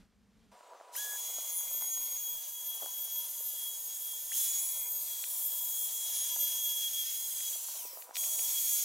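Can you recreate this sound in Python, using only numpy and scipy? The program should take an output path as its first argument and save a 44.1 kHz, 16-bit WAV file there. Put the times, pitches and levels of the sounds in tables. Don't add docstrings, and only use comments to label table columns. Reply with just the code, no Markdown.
import sys
import numpy as np
from scipy import signal
from scipy.fft import rfft, irfft, next_fast_len
from scipy.io import wavfile
from scipy.ndimage import map_coordinates

SR = 44100
rng = np.random.default_rng(int(sys.argv[2]) if len(sys.argv) > 2 else 0)


def dump(signal):
    limited = np.clip(np.atleast_2d(signal).T, -1, 1)
    pcm = np.round(limited * 32767).astype(np.int16)
    wavfile.write(sys.argv[1], SR, pcm)


N = 389844
TIME = np.arange(N) / SR
SIDES = np.array([[1], [-1]])
SWITCH_OFF_S = 7.78


def whine():
    # start t/s, end t/s, half speed reached t/s, fade-in/s
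    passes = [(.935, 4.36, .952, .018), (4.3, 8.0, 4.318, .012), (8.13, 8.84, 8.0, .055)]
    # t/s, share of full load
    loads = [
        [(1.0, 0), (1.1, .3), (1.6, .92), (2.2, 1)],
        [(4.46, -.06), (4.54, .12), (4.58, .46), (4.66, .02), (4.7, .18), (4.76, .94), (5.3, 1)],
        [(8.1, 1), (8.84, 1)],
    ]
    slow_loss_db = [11.6, 49, 60, 80]
    sputter_db = [-64, -71, -59, -52.5]
    levels, slip = order_modulation()
    before_off = during(0, SWITCH_OFF_S, .1)
    out = 0
    for (start, end, half_s, fade_s), load in zip(passes, loads):
        shaft_hz = shaft_speed(half_s, load)
        turns = np.cumsum(shaft_hz * (1 + .0008 * drift(30))) / SR
        octaves = np.log2(np.minimum(shaft_hz / 3300, 1))
        order_db = [db + loss_db * octaves for db, loss_db in zip(levels, slow_loss_db)]
        order_db[0] += 21 * resonance(shaft_hz, centre_hz=1880, width_hz=100) * before_off
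        tones = sum(from_db(db) * wavering(k * (turns + slip), 1.24, .22)
                    for k, db in enumerate(order_db, 1))
        biting = during(start + .22, min(end, 7.62) if half_s < SWITCH_OFF_S else end, .039)
        tones += biting * sum(from_db(db) * sputter(k * turns, 31) for k, db in enumerate(sputter_db, 1))
        tones += bearing(shaft_hz, turns, octaves, before_off)
        tones += chatter(turns)
        out += tones * during(start, 9, fade_s) ** 2 * during(0, end, .018)
    return out


def shaft_speed(half_s, load, idle_hz=3373, sag_hz=50, spin_up_s=.009, run_down_s=.3):
    governed = idle_hz - sag_hz * in_time(load)[0] - .95 * (TIME - 1)
    coasting = np.exp(-np.maximum(TIME - SWITCH_OFF_S, 0) / run_down_s) if half_s < SWITCH_OFF_S else 1
    return governed * coasting / (1 + np.exp(-np.clip((TIME - half_s) / spin_up_s, -2, 50)))


def order_modulation():
    # t/s, level/dB
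    first = [(1.0, -51), (2.2, -54), (2.32, -47), (2.48, -62.5), (2.56, -50.5), (3.24, -50), (3.32, -63.5),
             (3.5, -59), (3.66, -42.5), (3.84, -60.5), (4.14, -49), (4.25, -62.5), (4.31, -51),
             (4.5, -48.5), (4.94, -55), (5.0, -78), (5.12, -47), (5.38, -59.5), (5.64, -51.5), (7.0, -38),
             (7.14, -48.5), (7.45, -50), (7.54, -44), (7.6, -69), (7.84, -58.5), (7.98, -74), (8.15, -46),
             (8.43, -53.5), (8.46, -43), (8.52, -59), (8.545, -44), (8.588, -39.5), (8.598, -52),
             (8.76, -46.5), (8.84, -54)]
    second = [(1.0, -46.5), (1.2, -46), (1.32, -41.5), (1.6, -44.5), (1.65, -54), (1.75, -44),
              (2.14, -44.5), (2.36, -46), (2.4, -55), (3.18, -49), (3.26, -55), (3.96, -52), (4.04, -63),
              (4.36, -50), (4.5, -41.5), (5.46, -61), (5.78, -43.5), (5.82, -57.5), (6.2, -48.5),
              (6.26, -46.5), (7.34, -49), (7.46, -44.5), (7.7, -63), (8.0, -80), (8.15, -43.5), (8.6, -44),
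              (8.76, -38.5), (8.84, -44)]
    third = [(1.0, -67), (1.32, -60), (1.52, -45.5), (2.18, -55), (2.54, -69), (2.68, -47), (2.94, -69),
             (2.96, -47.5), (3.98, -58), (4.1, -46), (4.28, -55), (4.6, -42), (5.16, -53), (5.46, -45),
             (5.52, -62), (5.74, -46), (6.02, -58), (6.06, -45), (7.2, -57), (8.62, -57), (8.74, -39.5),
             (8.82, -41)]
    fourth = [(1.0, -65.5), (1.3, -59), (1.58, -42.5), (1.68, -51), (1.78, -39.5), (1.96, -58), (2.04, -40),
              (2.58, -59), (2.68, -38.5), (2.9, -68), (2.96, -43), (3.76, -44), (3.84, -58), (4.18, -41.5),
              (4.32, -58), (4.44, -43.5), (5.02, -41), (5.22, -56), (5.44, -38.5), (5.76, -44), (5.82, -58),
              (6.38, -40), (6.44, -27.5), (6.5, -44), (6.72, -37), (6.93, -48), (7.01, -34), (7.07, -49),
              (7.45, -49), (7.75, -59), (8.2, -55), (8.7, -37)]
    # t/s, length/s
    dips = [(2.632, .012), (2.8, .018), (2.925, .012), (3.355, .02), (4.655, .035), (5.26, .04),
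            (3.77, .03), (3.98, .028), (5.635, .02), (5.9, .02), (6.35, .047), (6.885, .05), (7.048, .018),
            (7.115, .02), (7.27, .035), (7.325, .025), (7.488, .042)]
    levels = [in_time(rows)[0] for rows in (first, second, third, fourth)]
    levels[0] -= 15 * sum(during(s, s + length, .004) for s, length in dips)
    lifted = during(7.55, 8.14, .03)
    levels = [db + fading_db * drift(7.5) - lift_loss_db * lifted
              for db, fading_db, lift_loss_db in zip(levels, (1.34, 2.8, 3.6, 3.1), (0, 8, 14, 6))]
    slip_turns = sum(rng.uniform(-1, 1) * .6 * during(s, 9, length) for s, length in dips)
    return levels, slip_turns


def bearing(shaft_hz, shaft_turns, octaves, before_off, order=4.153):
    # t/s, level/dB
    levels = [(1.0, -52), (1.32, -59), (1.58, -47.5), (2.94, -47.5), (3.3, -58), (3.46, -51.5),
              (4.76, -49.5), (5.0, -43), (5.14, -50), (5.88, -45), (6.75, -49.5), (7.3, -53), (7.7, -52),
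              (8.2, -54), (8.84, -55)]
    turns = np.cumsum(order * shaft_hz + 7 * drift(8) - 8 * (TIME - 4)) / SR
    tone = wavering(turns, 1.8, .61)
    sideband = from_db(-13.5 + 5 * drift(1.2)) * wavering(turns - shaft_turns, 1.6, .49)
    shell_db = 12 * resonance(order * shaft_hz, centre_hz=11700, width_hz=1070) * before_off
    slowing_db = octaves * (12 + 60 * (1 - before_off))
    return from_db(in_time(levels)[0] + shell_db + 2.5 * drift(5) + slowing_db) * (tone + sideband)


def chatter(turns):
    # t/s, level/dB
    levels = [(.965, -67), (.975, -50), (1.16, -49), (1.18, -67)]
    level_db, = in_time([(0, -130)] + levels + [(1.2, -130)])
    tones = wavering(turns / 2, .49, .02) + from_db(-14) * wavering(3 * turns / 2, 2, .02)
    return from_db(level_db) * tones


def fan_and_chips(crossover_hz=11500):
    # t/s, hiss level/dB, rasp level/dB, hiss gain above the crossover/dB
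    levels = [(.9, -72, -84, -17), (.94, -46, -53, -6), (.98, -34, -49, -5), (1.14, -38, -52.5, -1),
              (2.05, -39.5, -54.5, -2.5), (2.37, -42, -57, -2.5), (3.2, -40, -53.5, -3),
              (4.3, -38.5, -53, -3.5), (4.37, -28, -42.5, -2.5), (4.86, -38, -54, -5.5),
              (5.55, -36, -52, 0), (6.39, -32, -48, -12), (7.12, -35.5, -49, -1), (7.48, -34, -49.5, -9.5),
              (7.82, -39, -53.5, -.5), (7.92, -52, -58, 9), (8.01, -47, -62.5, 5), (8.13, -60, -73, -10),
              (8.15, -40, -50, -1), (8.19, -30.5, -47, -5), (8.84, -29, -43.5, -3.5)]
    # f/Hz, relative density/dB
    hiss_spectrum = [(2940, -79), (5000, -34), (5990, -8), (6350, -7), (6440, -6), (9050, -4.5),
                     (10300, -5.5), (12700, -3), (13500, -2), (16000, -3.5)]
    rasp_spectrum = [(900, -39), (1500, -15), (2600, -9.5), (3600, -6), (4600, -4.5), (5600, 2),
                     (6500, -1.5), (9000, -33.5)]
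    hiss_db, rasp_db, treble_db = in_time(levels)
    treble = from_db(treble_db) * butterworth(coloured_noise(hiss_spectrum), crossover_hz, "high")
    hiss = butterworth(coloured_noise(hiss_spectrum), crossover_hz, "low") + treble
    hiss *= from_db(hiss_db + .68 * drift(22))
    rasp = from_db(rasp_db + .97 * drift(17) + 1.4 * drift(2.5)) * coloured_noise(rasp_spectrum)
    return (hiss + rasp) * during(.91, 9, .02)


def with_reflections(direct):
    # t/s, near delay/ms, near gain/dB, far delay/ms
    paths = [(1.0, .29, -15, .98), (2.0, .29, -11, 1.0), (2.3, .29, -11, .63), (3.1, .31, -11, .64),
             (3.5, .28, -12, .6), (4.4, .29, -12, .58), (5.0, .25, -12, .45), (5.45, .26, -10, .58),
             (5.8, .275, -9, .56), (6.2, .3, -11, .55), (6.35, .31, -12, .62), (7.05, .3, -12, .6),
             (7.25, .27, -11, .58), (7.75, .29, -11, .7), (8.05, .45, -11, 1.15), (8.15, .28, -17, .88)]
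    wall_ms = [.93, 1.28, 1.52, 2.1]
    near_ms, near_db, far_ms = in_time(paths)
    moving = from_db(near_db) * delayed(direct, near_ms) + from_db(-13) * delayed(direct, far_ms)
    walls = sum(delayed(direct, ms * (1 + .05 * drift(.8)), order=1) for ms in wall_ms)
    return direct + moving + from_db(-18) * walls


def faint_tones():
    # start t/s, end t/s, f/Hz, level/dB
    tones = [(1.1, 2.2, 2121, -69), (4.4, 4.9, 2150, -70), (6.95, 7.55, 2118, -72), (1.0, 2.35, 2400, -72),
             (4.45, 4.9, 2410, -66), (5.1, 7.6, 2400, -77), (1.0, 4.3, 4520, -73), (8.2, 8.4, 640, -67)]
    return sum(from_db(db) * during(start, end, .013)
               * wavering(np.cumsum(hz + 8 * drift(17.8)) / SR, 3.5, .02) for start, end, hz, db in tones)


def knocks():
    # t/s, level/dB, spectral tilt/dB per octave
    impacts = [(5.2396, -26, 4), (7.405, -33.5, 3), (8.0222, -36.5, 3), (8.156, -27, 13.5),
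               (8.1675, -22.5, 6), (8.2387, -32, 0.5), (8.3921, -28.5, 1)]
    # f/Hz, level/dB, T60/s
    modes = [(700, -5, .02), (1500, -5, .012), (1950, -2, .014), (2450, 0, .014), (2950, -3, .012),
             (3650, -4, .01), (4300, -3, .01), (5300, -8, .007), (6100, -11, .005)]
    s, impact_db, tilt_db = np.transpose(impacts)
    spread_db = rng.normal(0, 2.5, (len(s), len(modes)))
    out = np.zeros(N)
    for k, (hz, mode_db, t60) in enumerate(modes):
        strike_db = impact_db + mode_db - 11 + tilt_db * np.log2(hz / 2500) + spread_db[:, k]
        clicks = np.zeros(N)
        clicks[np.round(s * SR).astype(int)] = from_db(strike_db)
        out += ring(clicks, hz, t60) * (-1) ** k
    return butterworth(out, 500, "high")


def wind_puffs():
    # t/s, level/dB, f/Hz
    distinct = [(0.608, -43.5, 705), (0.734, -44, 694), (0.8, -44, 907), (0.81, -39.5, 633),
                (1.134, -41, 756), (1.156, -44, 980), (1.299, -43, 659), (1.384, -36.5, 665),
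                (1.609, -39, 940), (1.712, -44, 624), (1.746, -44, 600), (1.809, -45, 1030),
                (1.822, -37, 856), (1.843, -42, 830), (1.974, -40.5, 990), (2.81, -44, 958),
                (2.822, -34, 735), (2.831, -36, 619), (2.843, -39.5, 550), (2.86, -36.5, 762),
                (2.871, -45, 748), (3.408, -47, 520), (3.536, -52, 482), (5.634, -44, 705),
                (6.363, -36.5, 810), (6.428, -47, 525), (7.559, -46.5, 619), (7.685, -41, 920),
                (7.851, -46, 506), (7.932, -44.5, 570), (7.972, -40.5, 633), (8.092, -44, 650),
                (8.109, -36.5, 794)]
    faint = rng.uniform([.55, -61, 430], [8.7, -53, 900], (14, 3))
    puffs = np.vstack([distinct, faint])
    out, t = np.zeros((2, N)), np.arange(-200, 400) / SR
    for (s, db, hz), (phase, lean) in zip(puffs, rng.uniform(-.69, 1, (len(puffs), 2))):
        envelope = np.exp(-np.abs(t - .001) * hz / np.where(t < .001, .5, 1))
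        angle = 2 * np.pi * hz * t + np.pi * phase + .62 * lean * SIDES
        wave = np.sin(angle) + .21 * np.sin(.65 * angle) + .7 * envelope * np.sin(1.83 * angle)
        at = round(s * SR)
        out[:, at - 200:at + 400] += from_db(db) * envelope * wave
    return out


def street():
    # t/s, level/dB
    levels = [(.5, -63), (.73, -58.5), (1.13, -60.5), (1.68, -62.5), (2.54, -68.5), (2.85, -61.5),
              (2.96, -66), (4.29, -68.5), (4.33, -65.5), (6.54, -64.5), (7.05, -70.5), (8.07, -61),
              (8.84, -66.5)]
    # f/Hz, relative density/dB
    traffic_spectrum = [(120, -48), (230, -18), (330, -12), (480, 2.5), (700, 5), (1100, 2.5), (1500, -7),
                        (2500, -34)]
    leaf_spectrum = [(900, -19.5), (1500, 2.5), (4000, -1), (9000, -6.5), (16000, -17)]
    traffic_db, = in_time(levels)
    traffic = from_db(traffic_db + 1.8 * drift(35)) * coloured_noise(traffic_spectrum)
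    leaves = from_db(-66.5) * coloured_noise(leaf_spectrum)
    return (traffic + leaves + hum(traffic_db) + whistle()) * during(.513, 9, .0045)


def hum(traffic_db, hz=979):
    level_db = -69.5 + 1.2 * (traffic_db + 64.5) + 2.15 * drift(3.3)
    return from_db(level_db) * wavering(np.cumsum(hz + 6.5 * drift(14.6)) / SR, 3.2, .3)


def whistle():
    # t/s, upper band f/Hz, level/dB
    glide = [(.54, 8800, -95), (.56, 8700, -78), (.65, 8250, -76), (.8, 7100, -76), (.83, 7300, -80),
             (.92, 10000, -78), (.93, 10200, -95)]
    hz, level_db = in_time(glide)
    return from_db(level_db) * sum(sputter(np.cumsum(ratio * hz) / SR, 90) for ratio in (1, .85))


def workshop():
    # t/s, level/dB
    levels = [(0.0, -59.5), (0.094, -69.5), (0.512, -64.5), (0.6, -91)]
    # f/Hz, relative density/dB
    spectrum = [(15, -45), (25, -12), (55, -5), (149, -15), (200, -1.5), (354, -24.5), (394, -19.5),
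                (451, -17), (516, -23.5), (5430, -32.5), (12500, -42.5), (14400, -44), (16000, -61)]
    level_db = in_time(levels)[0] - .3 + .81 * drift(6.7)
    return from_db(level_db) * coloured_noise(spectrum) * during(-1, .8, .088)


def coloured_noise(spectrum):
    # f/Hz, side minus mid level/dB
    width = [(60, -19), (150, -4), (380, -15.5), (900, -22), (1400, -53), (5300, -45.5), (6000, -12),
             (9000, -10), (15000, -8)]
    # f/Hz, angle/rad
    lead = [(60, 0.2), (4800, -0.13), (6500, -0.32), (15000, -0.69)]
    size = next_fast_len(N)
    hz = np.maximum(np.arange(size // 2 + 1) * SR / size, 1)
    mid, side = rfft(rng.standard_normal((2, size))) * from_db(at_hz(spectrum, hz))
    ears = (mid + from_db(at_hz(width, hz)) * side * SIDES) * np.exp(.5j * at_hz(lead, hz) * SIDES)
    return rms_one(irfft(ears, size)[:, :N])


def wavering(turns, waver_db, apart_rad):
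    slip = apart_rad * drift(5.2) * SIDES
    return np.sqrt(2) * np.sin(2 * np.pi * turns + slip) * from_db(waver_db * drift(40))


def sputter(turns, rate_hz):
    return drift(rate_hz) * np.sin(2 * np.pi * turns) + drift(rate_hz) * np.cos(2 * np.pi * turns)


def drift(rate_hz):
    pole = np.exp(-40 * np.pi * rate_hz / SR)
    slow = signal.lfilter([1], [1, -2 * pole, pole * pole], rng.standard_normal(N // 20 + 2002))[2000:]
    return np.interp(np.arange(N) / 20, np.arange(len(slow)), rms_one(slow))


def ring(clicks, hz, t60):
    r, w = from_db(-60 / (t60 * SR)), 2 * np.pi * hz / SR
    return signal.lfilter([0, np.sin(w)], [1, -2 * r * np.cos(w), r * r], clicks + 1e-18)


def resonance(hz, centre_hz, width_hz):
    return 1 / (1 + ((hz - centre_hz) / width_hz) ** 2)


def delayed(x, delay_ms, order=3):
    positions = np.arange(N) - delay_ms * SR / 1000
    return np.array([map_coordinates(ear, [positions], order=order) for ear in x])


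def butterworth(x, hz, kind, order=2):
    return signal.sosfilt(signal.butter(order, hz, kind, fs=SR, output="sos"), x)


def from_db(db):
    return 10 ** (np.asarray(db) / 20)


def rms_one(x):
    return x / np.sqrt(np.mean(x ** 2) + 1e-20)


def in_time(rows):
    s, *columns = np.transpose(rows)
    return [np.interp(TIME, s, column) for column in columns]


def during(start, end, fade):
    return np.clip(np.minimum(TIME - start, end - TIME) / fade, 0, 1)


def at_hz(points, hz):
    known_hz, values = np.transpose(points)
    return np.interp(np.log(hz), np.log(known_hz), values)


def scene():
    # t/s, left minus right level/dB
    balance = [(.9, 0.5), (2.7, 0.5), (3.3, 0.4), (4.2, -0.4), (5.7, 1.1), (6.7, -0.7), (7.7, -0.2),
               (8.84, -0.8)]
    router = whine() + with_reflections(fan_and_chips()) + faint_tones()
    router *= from_db(in_time(balance)[0] * SIDES / 2)
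    outdoors = router + street() + wind_puffs() + knocks()
    return butterworth(outdoors, 235, "high", order=4) + workshop()


def record(dry, cutoff_hz=15750):
    return signal.sosfilt(signal.ellip(10, .3, 80, cutoff_hz, fs=SR, output="sos"), dry)


dry = scene()
out = record(dry)
dump(out)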